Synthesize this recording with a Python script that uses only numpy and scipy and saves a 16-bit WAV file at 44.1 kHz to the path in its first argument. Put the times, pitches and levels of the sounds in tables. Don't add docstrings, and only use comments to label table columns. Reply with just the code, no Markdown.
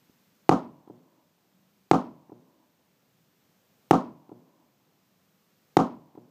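import sys
import numpy as np
from scipy import signal
from scipy.io import wavfile

SR = 44100
rng = np.random.default_rng(int(sys.argv[2]) if len(sys.argv) > 2 else 0)


def generate_wav(sig):
    pcm = np.round(np.clip(np.atleast_2d(sig).T, -1, 1) * 32767).astype(np.int16)
    wavfile.write(sys.argv[1], SR, pcm)


def volts_from_decibels(level):
    exponent = np.asarray(level, float) / 20
    return 10 ** exponent


N = 277830

SHOT_TIMES_S = [.49245, 1.91249, 3.90988, 5.76880]
# [delay/ms, level/dB, low-pass f/Hz]
FIRST_ARRIVALS = [
    (0, 0, 2480),
    (2.54, -5.8, 3960),
    (4.79, 8.4, 131),
]


def rms_one(x):
    return x / np.sqrt(np.mean(x ** 2) + 1e-20)


def at_hz(points, hz):
    table_hz, values = np.array(points).T
    return np.interp(np.log(hz), np.log(table_hz), values)


def cut(x, hz, kind="low"):
    return signal.sosfilt(signal.butter(2, hz, kind, fs=SR, output="sos"), x)


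def resonant(x, hz, width_hz):
    r = np.exp(-np.pi * width_hz / SR)
    c = 2 * r * np.cos(2 * np.pi * hz / SR)
    return signal.lfilter([1 - c + r * r], [1, -c, r * r], x)


def drift(rate_hz, size):
    knots = rng.standard_normal(400)
    return np.interp(np.arange(size) / SR * rate_hz, np.arange(400), knots)


def swell(t, start_s, rise_s):
    return 1 - np.exp(-np.maximum(t - start_s, 0) / rise_s)


def decay(t, start_s, t60_s):
    return volts_from_decibels(-60 * np.maximum(t - start_s, 0) / t60_s)


def bands(spectrum, size, patchy_db=0.):
    band_edges_hz = 42 * 2 ** np.arange(0, 8.7, 1 / 3)
    centres_hz = np.sqrt(band_edges_hz[1:] * band_edges_hz[:-1])
    top_hz = min(spectrum[-1][0] * 2, 20000)
    used = np.flatnonzero((centres_hz > spectrum[0][0]) & (centres_hz < top_hz))
    white = rng.standard_normal((2, size + 4000))
    rows = []
    for k in used:
        band = signal.butter(2, band_edges_hz[k:k + 2], "band", fs=SR, output="sos")
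        noise = signal.sosfilt(band, white[k % 2])[4000:]
        rows.append(noise * volts_from_decibels(at_hz(spectrum, centres_hz[k]) + patchy_db * drift(5.5, size)))
    return np.array(rows) / np.std(np.sum(rows, axis=0)), centres_hz[used]


def dying(spectrum, t, hold_s):
    # [f/Hz, t60/s]
    shed_t60 = [(80, .2), (120, 0.083), (170, 0.31), (300, .33), (750, 0.34), (1200, 0.25), (2500, 0.35),
                (6000, 0.24), (12000, .25)]
    rows, centres_hz = bands(spectrum, len(t), patchy_db=2.5)
    t60_s = at_hz(shed_t60, centres_hz)[:, None]
    return np.sum(rows * decay(t, hold_s, t60_s), axis=0)


def series(start_ms, every_ms, db, loss_db, hz, count):
    return [(start_ms + every_ms * k, db - loss_db * k, hz) for k in range(count)]


def echoed(x, table):
    at = np.arange(len(x))
    total = np.zeros(len(x))
    for delay_ms, db, hz in table:
        delayed = np.interp(at - delay_ms * SR / 1000, at, x, left=0)
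        total += volts_from_decibels(db) * cut(delayed, hz)
    return total


def duck_db():
    dip_db, recover_db_per_s = -6, 3
    t = np.arange(N) / SR
    dips = [np.minimum(dip_db + recover_db_per_s * (t - s), 0) * (t > s) for s in SHOT_TIMES_S]
    return np.min(dips, axis=0)


def shots():
    # [blast level/dB, crack level/dB]
    shot_levels = [(0.43, -20), (-0.02, -20), (1.06, -18), (-0.3, -20.5)]
    out = np.zeros(N + 2 * SR)
    t = np.arange(round(1.4 * SR)) / SR
    short = t[:SR // 2]
    answer = far_returns(t)
    answer[:len(short)] += volts_from_decibels(-22.5) * shed_scatter(short)
    answer = cut(cut(answer, 105, "high"), 60, "high")
    answer[:len(short)] += blast(short)
    for s, (blast_db, crack_db) in zip(SHOT_TIMES_S, shot_levels):
        i = round(s * SR)
        out[i:i + len(t)] += volts_from_decibels(blast_db) * answer
        out[i:i + len(short)] += volts_from_decibels(blast_db - 33.5) * shed_scatter(short)
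        out[i:i + len(short)] += volts_from_decibels(crack_db + 1.5) * crack(short)
    return out[:N]


def blast(t):
    # [f/Hz, width/Hz, level/dB, sign]
    port_modes = [(809, 340, 3.0, 1), (373, 148, .3, 1), (1357, 130, -14, -1)]
    # [delay/ms, level/dB, low-pass f/Hz]
    shed_echoes = [
        (21.0, -8.7, 3000),
        (24.3, -3, 260),
        (28.9, -13, 1000),
        (33.27, -14, 2500),
        (34.1, -16, 800),
        (42.75, -8, 300),
        (62.95, -16, 300),
    ]
    # [delay/ms, level/dB, low-pass f/Hz]
    far_echoes = [
        (382.7, -32, 310),
        (383.6, -48, 1500),
        (406.3, -30.5, 480),
        (408.63, -25.5, 300),
        (410.86, -41.5, 1000),
        (415.6, -27.9, 300),
    ]
    positive_s, fade_per_phase = .000615, 1.72
    through_db, mic_low_hz = -6.0, 137
    thump_db, thump_hz = -5.5, 55

    phase = t / positive_s
    wave = (1 - phase) * np.exp(-fade_per_phase * phase) + 1e-18
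    heard = volts_from_decibels(through_db) * wave
    for hz, width_hz, db, sign in port_modes:
        heard = heard + sign * volts_from_decibels(db) * resonant(wave, hz, width_hz)
    bare = cut(cut(heard, mic_low_hz, "high"), mic_low_hz, "high")
    first = echoed(bare, FIRST_ARRIVALS)
    thump = volts_from_decibels(thump_db) * cut(wave, thump_hz)
    flutter = series(38.74, 4.03, db=-8.5, loss_db=1.2, hz=320, count=11)
    trunks = series(424.6, 8.3, db=-33.5, loss_db=.4, hz=230, count=8)
    return first + thump + echoed(first, shed_echoes + flutter) + echoed(bare, far_echoes + trunks)


def crack(t):
    # [f/Hz, level/dB per Hz]
    crack_spectrum = [(800, -34.5), (1400, -4), (2500, -15.5), (4500, -17), (6500, -22.5), (9000, -34.5),
                      (11500, -42), (14500, -30.5)]
    slap_s = .3826
    fronts = bands(crack_spectrum, len(t))[0].sum(axis=0)
    bounce_s = FIRST_ARRIVALS[1][0] / 1000
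    direct = decay(t, 0, .009) * (t >= 0)
    bounce = volts_from_decibels(-2.5) * decay(t, bounce_s, .009) * (t >= bounce_s)
    slap = decay(t, slap_s, .014) * (t >= slap_s)
    return (direct + bounce) * fronts + volts_from_decibels(-42) * cut(slap * fronts, 2600)


def shed_scatter(t):
    # [f/Hz, level/dB per Hz]
    low_spectrum = [(35, -51.5), (60, -28), (133, -11.5), (265, 0.5), (446, -18), (603, -8.5), (721, -16.5),
                    (816, -8.5), (1250, -11.5), (1600, -44), (2080, -60), (3520, -120)]
    # [f/Hz, level/dB per Hz]
    high_spectrum = [(1200, -30.5), (1800, -5), (2400, -5), (4000, -10), (6300, -10), (8500, -21),
                     (11000, -27), (14500, -25)]
    slap_db, slaps_per_s = 2, 100
    clump_db, clumps_per_s = 1, 220
    shelf_hz = 1540

    thin = swell(t, .003, .001)
    walls = swell(t, .022, .006)
    late = swell(t, .079, .006)
    burst = np.exp(-((t - .032) / .004) ** 2)
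    slaps = volts_from_decibels(slap_db * drift(slaps_per_s, len(t)))
    clumps = volts_from_decibels(clump_db * drift(clumps_per_s, len(t)))
    lows = dying(low_spectrum, t, hold_s=0.029) * (0.41 * thin + 0.69 * walls + 0.093 * late) * slaps
    highs = dying(high_spectrum, t, hold_s=0.02) * (0.39 * thin + .35 * walls + .45 * burst) * clumps
    lows = lows + volts_from_decibels(-8.5) * cut(lows, 620, "high")
    return cut(cut(lows, shelf_hz), shelf_hz) + volts_from_decibels(-19) * highs


def far_returns(t):
    # [f/Hz, level/dB per Hz]
    far_spectrum = [(41, -63), (70, -12), (114, -16.5), (166, 5.5), (211, -8.5), (274, 1.5), (453, -12.5),
                    (986, -2), (1400, -36.5), (1820, -53), (3080, -120)]
    # [delay/s, rise/s, level/dB, t60/s, level of part above 600 Hz/dB]
    far_swells = [(.06, 0.037, -43, 1.03, -7), (0.384, 0.0012, -72.5, 0.063, 15.5),
                  (0.424, 0.03, -49.5, 0.41, -14), (.47, 0.093, -65.5, 1.3, 1),
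                  (.88, 0.0074, -78.5, 0.76, 11)]
    rows, centres_hz = bands(far_spectrum, len(t), patchy_db=4.5)
    dull = rows[centres_hz < 600].sum(axis=0)
    bright = rows[centres_hz >= 600].sum(axis=0)
    total = np.zeros(len(t))
    for start_s, rise_s, db, t60_s, bright_db in far_swells:
        envelope = swell(t, start_s, rise_s) * volts_from_decibels(db) * decay(t, start_s, t60_s)
        total += envelope * (dull + volts_from_decibels(bright_db) * bright)
    return total


def knocks():
    # [t/s, level/dB, f/Hz, t60/s]
    far_knocks = [(.0962, -45, 260, .022), (.0962, -56, 900, .008), (3.715, -64, 190, .08),
                  (5.545, -67, 190, .07)]
    t = np.arange(N) / SR
    total = np.zeros(N)
    for s, db, hz, t60_s in far_knocks:
        ring = np.sin(2 * np.pi * hz * (t - s))
        total += volts_from_decibels(db) * decay(t, s, t60_s) * swell(t, s, 0.00037) * ring
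    return total


def background():
    # [f/Hz, level/dB per Hz]
    rumble_spectrum = [(29, -46), (60, -20), (108, -7), (172, 2.5), (239, -4), (405, -8.5), (516, -10),
                       (791, -12.5), (1500, -20), (1950, -54.5), (3300, -120)]
    rumble_db, gain_share = -69, .7
    engine_hz, engine_db, engine_s, engine_wide_s = 187, -68.5, 1.66, .19
    t = np.arange(N) / SR
    noise = bands(rumble_spectrum, N, patchy_db=1.0)[0].sum(axis=0)
    rumble = volts_from_decibels(rumble_db + gain_share * duck_db()) * noise
    note = resonant(resonant(rng.standard_normal(N), engine_hz, 9), engine_hz, 9)
    passing = np.exp(-((t - engine_s) / engine_wide_s) ** 2)
    return rumble + volts_from_decibels(engine_db) * passing * rms_one(note)


def mic_hiss():
    # [f/Hz, level/dB per Hz]
    hiss_spectrum = [(710, -25.5), (1200, -3.5), (1520, -1.5), (2750, -1.5), (2960, -2), (4830, -4),
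                     (6710, -4.5), (9940, -13.5), (13400, -6), (15200, -2.5)]
    return volts_from_decibels(-74.5 + 4.0 + duck_db()) * bands(hiss_spectrum, N)[0].sum(axis=0)


def scene():
    return (shots() + cut(knocks() + background(), 60, "high"))[None]


def band_limit(x):
    return signal.sosfilt(signal.butter(12, 16540, fs=SR, output="sos"), x)


def record(dry):
    top_cut = signal.cheby2(10, 28, 15550, fs=SR, output="sos")
    filtered = signal.sosfilt(top_cut, dry + mic_hiss())
    limited = filtered / (1 + filtered ** 12) ** (1 / 12)
    return band_limit(limited)


dry = scene()
out = record(dry)
generate_wav(out)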